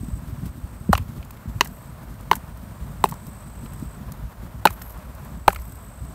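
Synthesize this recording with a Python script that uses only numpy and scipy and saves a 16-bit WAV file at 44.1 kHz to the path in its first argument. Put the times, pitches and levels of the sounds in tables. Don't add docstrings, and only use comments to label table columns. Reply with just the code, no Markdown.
import sys
import numpy as np
from scipy import signal
from scipy.fft import rfft, irfft, next_fast_len
from scipy.io import wavfile

SR = 44100
rng = np.random.default_rng(int(sys.argv[2]) if len(sys.argv) > 2 else 0)


def linear_from_db(decibels):
    return 10 ** (np.asarray(decibels, float) / 20)


def persist_wave(psi):
    counts = np.round(np.clip(psi, -1, 1) * 32767).astype(np.int16)
    wavfile.write(sys.argv[1], SR, np.atleast_2d(counts).T)


N = 270798

# frequency in Hz, density in dB per Hz.
ROAD_SPECTRUM = [(250, -24), (330, -1), (480, -0.5), (640, 3.5), (780, -1), (1000, 2), (1400, -2.5),
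                 (2000, -10), (3000, -17), (5000, -22)]
# time in seconds, level in dB.
ROAD_LEVEL = [(0, -52), (.31, -49.5), (2.44, -48.5), (4.46, -48), (5.04, -46.5), (5.61, -49.5), (6.14, -49)]
# time in seconds, level in dB.
WIND_LEVEL = [(0, -35), (.5, -37.5), (1.0, -36.5), (1.7, -39), (2.5, -37), (3.2, -37.5), (3.9, -36.5),
              (4.7, -39.5), (5.5, -37.5), (6.14, -39.5)]
# frequency in Hz, density in dB per Hz.
GUST_SPECTRUM = [(18, -31), (35, -2), (55, 19), (80, 8), (110, 11.5), (135, -9), (160, -48.5)]
# frequency in Hz, density in dB per Hz.
FLUTTER_SPECTRUM = [(100, -8), (140, 2), (180, -2.5), (230, -4), (290, -12.5), (400, -23.5), (600, -43)]
# centre in seconds, level in dB.
WIND_LUMPS = [(.02, -31), (.15, -34.5), (.26, -35), (.39, -30.5), (.48, -30), (.65, -49), (.95, -20),
              (1.02, -33), (1.2, -34), (1.49, -32), (1.57, -28.5), (2.5, -37), (2.72, -48), (2.82, -32),
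              (3.01, -37), (3.13, -34.5), (3.86, -41), (4.07, -35), (4.238, -27.5), (4.56, -34),
              (4.62, -36), (4.7, -33), (4.96, -43), (5.37, -43), (5.59, -34.5), (6.02, -32)]
# start in seconds, peak in dB, first pitch in Hz, last pitch in Hz, turns in cycles.
BUFFETS = [(0.031, -25, 298, 150, 1.6), (0.084, -21, 222, 120, 1.44), (0.128, -19, 88, 59.4, 1.45),
           (0.323, -19, 129, 66.3, 1.7), (0.38, -27, 148, 90, 1.7), (0.432, -19, 185, 81, 1.5),
           (0.487, -24, 89.5, 60, 2), (0.634, -19, 83.6, 59, 1.3), (0.809, -24, 141, 90, 1.2),
           (0.8907, -7.5, 198, 181, 3.5), (0.8923, -18.5, 456, 294, 2.3), (0.899, -12.5, 86, 68, 2.34),
           (0.996, -16, 109, 63, 2.5), (1.166, -27.5, 255, 180, 1.1), (1.456, -24.5, 234, 111, 2),
           (1.556, -21, 129, 70, 1.5), (3.824, -24, 318, 147, 2.4), (4.225, -22, 119, 64.5, 1.2),
           (4.54, -28, 157, 109, 2.2)]
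# start in seconds, end in seconds, level in dB,
# pitch at stroke start in Hz, lead on the common beat in strokes.
NEAR_TRILLS = [
    (-1, .2, -55, 8400, -.47),
    (1.2, 1.92, -59.5, 8400, -.5),
    (2.76, 3.985, -55.5, 8380, .79),
    (5.1, 6.3, -55.5, 8400, 2.3),
]
# start in seconds, end in seconds, level in dB,
# pitch at stroke start in Hz, lead on the common beat in strokes.
FAR_TRILLS = [
    (.02, .98, -59, 8550, -1.3),
    (1.9, 3.5, -61.5, 8750, 1.1),
    (4.5, 5.6, -64, 8650, .75),
]
# start in seconds, length in seconds, level in dB.
DUST_FALLS = [
    (1.657, 0.16, -57),
    (3.25, 0.044, -58),
    (4.697, 0.051, -48.5),
    (4.823, 0.095, -47.5),
    (5.14, .05, -67),
    (5.536, .14, -55),
    (5.71, 0.16, -59),
]
# time in seconds, peak in dB, dull part in dB against the bright part.
SHED_CRUMBS = [(.925, -35, -1), (.9667, -41, -20), (0.976, -25, -3.5), (1.646, -30, -9), (1.65, -32, -21),
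               (1.6544, -37, -12), (1.6724, -34.5, -29), (2.3542, -25, -11), (2.364, -33.5, -9),
               (3.0885, -30, -5), (3.0954, -35, -29), (3.1115, -33, -25), (3.1393, -37.5, -36),
               (4.7044, -30.5, -13), (4.728, -38, -6), (5.5246, -37, -27), (5.528, -29, -7),
               (5.5472, -33, -3), (5.5967, -44, -26), (5.617, -40, -21), (5.6535, -44, -12)]
# time in seconds, peak in dB, dull part in dB against the bright part.
STRAY_CRUMBS = [(1.2231, -54, -3), (1.2487, -41.5, -23), (1.307, -35.5, -32), (1.3714, -46, 3),
                (2.209, -45, -12), (2.5726, -44, -18), (3.267, -37, -12), (3.3308, -52, -13),
                (3.658, -48.5, 6.5), (3.7338, -37, -7), (3.797, -42, -29), (4.12, -34.5, -29),
                (4.819, -29.5, -43), (4.905, -41, -21), (4.9214, -42, -17), (4.975, -44, -30),
                (5.1495, -41, -17), (5.2475, -41, -8), (5.7214, -41, -23), (5.7554, -44, -21)]
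# time in seconds, pop of trapped air in dB, settled pitch in Hz, contact in ms,
# crack of the mud cake in dB.
CLAPS = [
    (0.9295, -0.5, 1067, 2.28, -6.5),
    (1.6088, -5.5, 950, 4.07, 1),
    (2.3133, 0.5, 897, 3.9, -4.5),
    (3.0399, 1, 860, 3.02, -3.5),
    (4.6538, 2, 820, 4.17, 1),
    (5.4795, 4.5, 794, 4.38, -2),
]
# thud in dB, slap in dB, stiff part in Hz,
# stiff part in dB, snap in dB.
GRIPS = [
    (-42, -15.5, 1950, -15, -8),
    (-17.5, -46, 1980, -8.5, -7),
    (-17, -30, 2030, -7.5, -9.5),
    (-11, -22, 2000, -20, -8),
    (-10.5, -37, 1640, -1, 0.5),
    (-12, 2.5, 1710, -2.2, -5),
]
# time in seconds, pop in dB, settled pitch in Hz,
# stiff part in Hz, crack in dB.
REBOUNDS = [(0.9324, -4, 785, 1400, -12), (0.9518, -16.5, 1150, 2700, -19), (0.9777, -22, 1000, 2670, -30),
            (1.228, -60, 1100, 2700, -38.5), (1.3067, -37, 960, 2600, -43.5),
            (1.6575, -35, 736, 1750, -34.5), (2.331, -17.5, 990, 1480, -15), (2.363, -32, 885, 1720, -37),
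            (3.0558, -19, 776, 2600, -30.5), (3.1217, -22.5, 970, 2000, -40),
            (3.1262, -28, 1010, 1500, -47), (3.139, -37, 990, 1500, -48), (3.659, -36, 1220, 2240, -45),
            (4.1192, -42, 1190, 2500, -58), (4.659, -6.5, 730, 1500, -30),
            (4.6712, -10.5, 1300, 2400, -12.5), (4.7048, -28, 1040, 2140, -41),
            (4.816, -35, 1480, 1850, -35.5), (5.5037, -26, 1300, 2400, -32), (5.5293, -26, 990, 2300, -42),
            (5.56, -28, 1260, 2280, -29.5), (5.5877, -41, 950, 2200, -43)]
# frequency in Hz, level in dB, decay by 60 dB in seconds.
THUD_MODES = [(185, -6, 0.11), (404, 3, 0.043), (436, -12, 0.056)]
# frequency in Hz, decay by 60 dB in seconds.
SLAP_MODE = (610, 0.017)
# frequency in Hz, level in dB, decay by 60 dB in seconds.
CLACK_MODES = [(2920, 6.5, 0.0057), (3470, -15, 0.0025), (4150, 12.5, 0.0019), (5660, 0.5, 0.0029),
               (6450, 5, 0.0016)]
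# frequency in Hz, gain in dB.
MIC_COLOUR = [(20, -2.5), (4000, 0), (6500, -2), (8500, 1.5), (10300, -3.5), (11600, 1.5), (12500, 4.5),
              (13400, -0.5), (14400, 3.5), (15700, -2.5)]
# frequency in Hz, gain in dB.
TOP_EDGE = [(20, 0), (15720, 0), (15800, -60)]


def rms_one(x):
    return x / np.sqrt(np.mean(x ** 2) + 1e-20)


def peak_one(x):
    return x / np.max(np.abs(x))


def level_curve(rows):
    s, db = np.transpose(rows)
    return np.interp(np.arange(N) / SR, s, db)


def colour(x, points):
    size = next_fast_len(N)
    hz, db = np.transpose(points)
    bins_hz = np.arange(size // 2 + 1) * SR / size
    gain = linear_from_db(np.interp(np.log(bins_hz + 1), np.log(hz), db))
    return irfft(rfft(x, size) * gain, size)[..., :N]


def butter(x, order, hz, kind):
    return signal.sosfilt(signal.butter(order, hz, kind, fs=SR, output="sos"), x)


def drift(rate_hz):
    r = np.exp(-2 * np.pi * rate_hz / SR)
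    chance = rng.standard_normal(N + SR)
    return rms_one(signal.lfilter([1], [1, -2 * r, r * r], chance)[SR:])


def ring(x, hz, t60):
    r = linear_from_db(-60 / (t60 * SR))
    w = 2 * np.pi * hz / SR
    return signal.lfilter([0, np.sin(w)], [1, -2 * r * np.cos(w), r * r], x)


def ring_modes(x, modes):
    return peak_one(sum(linear_from_db(db) * ring(x, hz, t60) for hz, db, t60 in modes))


def add(out, s, piece):
    i = int(s * SR)
    out[i:i + len(piece)] += piece[:N - i]


def grains(count, per_s, spread_db):
    chance = rng.random((count, 3))
    sizes = linear_from_db(-spread_db * np.log(chance[:, 0] + 0.011)) * np.sign(chance[:, 1] - .5)
    return rms_one(sizes * (chance[:, 2] < per_s / SR) + 1e-9)


def grass():
    return linear_from_db(-61.5) * rng.standard_normal(N)


def road():
    breath_db = 1.34 * drift(27) + 0.45 * drift(56)
    noise = rms_one(colour(rng.standard_normal(N), ROAD_SPECTRUM))
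    return linear_from_db(level_curve(ROAD_LEVEL) + breath_db) * noise


def wind():
    lump_s, upper_db, upper_follows = 0.019, -1.7, 0.083
    t = np.arange(N) / SR
    level_db = level_curve(WIND_LEVEL)
    lumps = sum(linear_from_db(db) * np.exp(-((t - s) / lump_s) ** 2) for s, db in WIND_LUMPS)
    unrest = drift(40)
    gust = rms_one(colour(rng.standard_normal(N), GUST_SPECTRUM) * linear_from_db(0.91 * unrest))
    flutter_db = 0.94 * unrest + 3.9 * drift(14.5)
    flutter = rms_one(colour(rng.standard_normal(N), FLUTTER_SPECTRUM) * linear_from_db(flutter_db))
    out = (linear_from_db(level_db) + lumps) * gust
    out += (linear_from_db(level_db + upper_db) + upper_follows * lumps) * flutter
    for s, peak_db, first_hz, last_hz, turns in BUFFETS:
        part = np.linspace(0, 1, int(2 * turns * SR / (first_hz + last_hz)))
        hz = first_hz + (last_hz - first_hz) * part
        swell = np.sqrt(np.sin(np.pi * part)) * (1 - part ** 4)
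        add(out, s, -linear_from_db(peak_db) * swell * np.sin(2 * np.pi * np.cumsum(hz) / SR))
    return out


def trill(row, near, wobble):
    strokes_per_s, stroke_share, release_s = 53.5, .68, .02
    warm_s, cold_db, cold_pitch, cold_strokes = .56, -14, .1, 4.5
    far_start_db, far_gain_per_s = -7, 1.8
    start, end, db, pitch_hz, beat = row
    t = np.arange(N) / SR
    if near:
        cold = np.clip(1 - (t - start) / warm_s, 0, 1)
        ahead = beat + cold_strokes * cold ** 2
        level_db = db + 5.5 + cold_db * cold
        pitch_hz = pitch_hz * (1 - cold_pitch * cold)
    else:
        ahead = beat + far_gain_per_s * (t - start)
        level_db = db + 5.5 + far_start_db * (end - t) / (end - start)
    level = linear_from_db(level_db) * (t >= start) * np.clip((end - t) / release_s, 0, 1)
    stroke = np.minimum((strokes_per_s * t + ahead + .24) % 1 / stroke_share, 1)
    hz = pitch_hz * wobble * (1 - .17 * stroke ** 2.2)
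    return level * np.sin(np.pi * stroke ** .75) * np.sin(2 * np.pi * np.cumsum(hz) / SR)


def crickets():
    wobble = 1 + .004 * drift(302)
    out = sum(trill(row, True, wobble) for row in NEAR_TRILLS)
    out = out + sum(trill(row, False, wobble) for row in FAR_TRILLS)
    echo = int(.0035 * SR)
    for lag in (echo, 2 * echo + 37):
        out[lag:] += .28 * out[:-lag].copy()
    return out * linear_from_db(0.33 * drift(40))


def dust():
    puff_db, puff_fall_db_per_s, sift_edge_s = -39.5, 330, .025
    t = np.arange(N) / SR
    puff = sum((t > s) * linear_from_db(db + puff_db - puff_fall_db_per_s * np.abs(t - s)) for s, db, *_ in CLAPS)
    sift = np.zeros(N)
    for s, length, db in DUST_FALLS:
        outside = np.maximum(np.abs(t - s - length / 2) - length / 2, 0)
        sift += linear_from_db(db) * np.exp(-(outside / sift_edge_s) ** 2)
    fine = grains(N, 4000, 4.5) * linear_from_db(3.5 * drift(70))
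    coarse = butter(puff * fine, 2, 4500, "high")
    grit = linear_from_db(-9.5) * ring(sift * fine, 11640, 0.0018)
    return coarse + butter(sift * fine, 4, 10500, "high") + grit


def crumbs():
    spray_ms, spray_db = 4.8, -16
    out, t = np.zeros(N), np.arange(SR // 25) / SR
    for s, peak_db, dull_db in SHED_CRUMBS + STRAY_CRUMBS:
        spray = linear_from_db(spray_db) * grains(len(t), 9000, 3.0) * np.exp(-(t * 1000 / spray_ms) ** 2)
        spray[0] += 1
        bright = butter(spray, 2, 4500, "high")
        dull = butter(spray, 2, [1400, 4800], "band")
        add(out, s + 0.00065, linear_from_db(peak_db + 13.5) * (bright + linear_from_db(dull_db + 5) * dull))
    return out


def air_pop(t, pop_db, first_hz, last_hz, contact, fade):
    after = np.maximum(t - contact, 0)
    hz = last_hz + (first_hz - last_hz) * np.exp(-t / (0.46 * contact))
    onset = 1 - np.exp(-(t / 0.00066) ** 2)
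    growth = 0.31 + 0.66 * np.minimum(t / (0.61 * contact), 1)
    decay = 0.89 * np.exp(-after / fade) + 0.042 * np.exp(-after / 0.013)
    return linear_from_db(pop_db) * onset * growth * decay * np.sin(2 * np.pi * np.cumsum(hz) / SR + 3.52)


def sole_thud(t, contact, thud_db, slap_db):
    shove = np.sin(np.pi * np.clip((t - .5 * contact) / 0.00062, 0, 1)) ** 2
    slap = peak_one(ring(shove, *SLAP_MODE))
    return linear_from_db(thud_db) * ring_modes(shove, THUD_MODES) + linear_from_db(slap_db) * slap


def mud_crack(t, contact, stiff_hz, stiff_db, clack_db, snap_db):
    after = np.maximum(t - contact, 0)
    strength = np.exp(-t / (0.16 * contact)) + 0.22 * np.exp(-after / .002) + 0.025 * np.exp(-t / 0.022)
    crackle = grains(len(t), 14000, 1.12) * strength
    stiff = peak_one(ring(crackle, stiff_hz, 0.006))
    snap = peak_one(butter(crackle, 1, [4500, 12000], "band"))
    return linear_from_db(stiff_db) * stiff + linear_from_db(clack_db) * ring_modes(crackle, CLACK_MODES) + linear_from_db(snap_db) * snap


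def contacts():
    for (s, pop_db, hz, contact_ms, crack_db), grip in zip(CLAPS, GRIPS):
        thud_db, slap_db, stiff_hz, stiff_db, snap_db = grip
        air = (pop_db, 1.362 * hz, hz, contact_ms / 1000, 0.65 / 1000)
        yield s, air, (thud_db, slap_db), (stiff_hz, stiff_db, crack_db, snap_db)
    for s, pop_db, hz, stiff_hz, crack_db in REBOUNDS:
        air = (pop_db, 1.12 * hz, hz, 3.06 / 1000, 0.94 / 1000)
        yield s, air, (pop_db - 25, pop_db - 13.5), (stiff_hz, crack_db + 3.5, crack_db + 0.5, crack_db - 25)


def claps():
    out, t = np.zeros(N), np.arange(SR // 12) / SR
    for s, air, thud, crack in contacts():
        contact = air[3]
        sound = air_pop(t, *air) + sole_thud(t, contact, *thud) + mud_crack(t, contact, *crack)
        add(out, s + .0004, sound)
    return out


def scene():
    return (grass() + road() + wind() + crickets() + dust() + crumbs() + claps())[None]


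def low_pass(x):
    return signal.sosfilt(signal.butter(12, 16530, fs=SR, output="sos"), x)


def record(dry):
    heard = butter(dry, 2, 27.8, "high")
    heard = colour(colour(heard, MIC_COLOUR), TOP_EDGE)
    return low_pass(np.clip(heard, -1, 1))


dry = scene()
out = record(dry)
persist_wave(out)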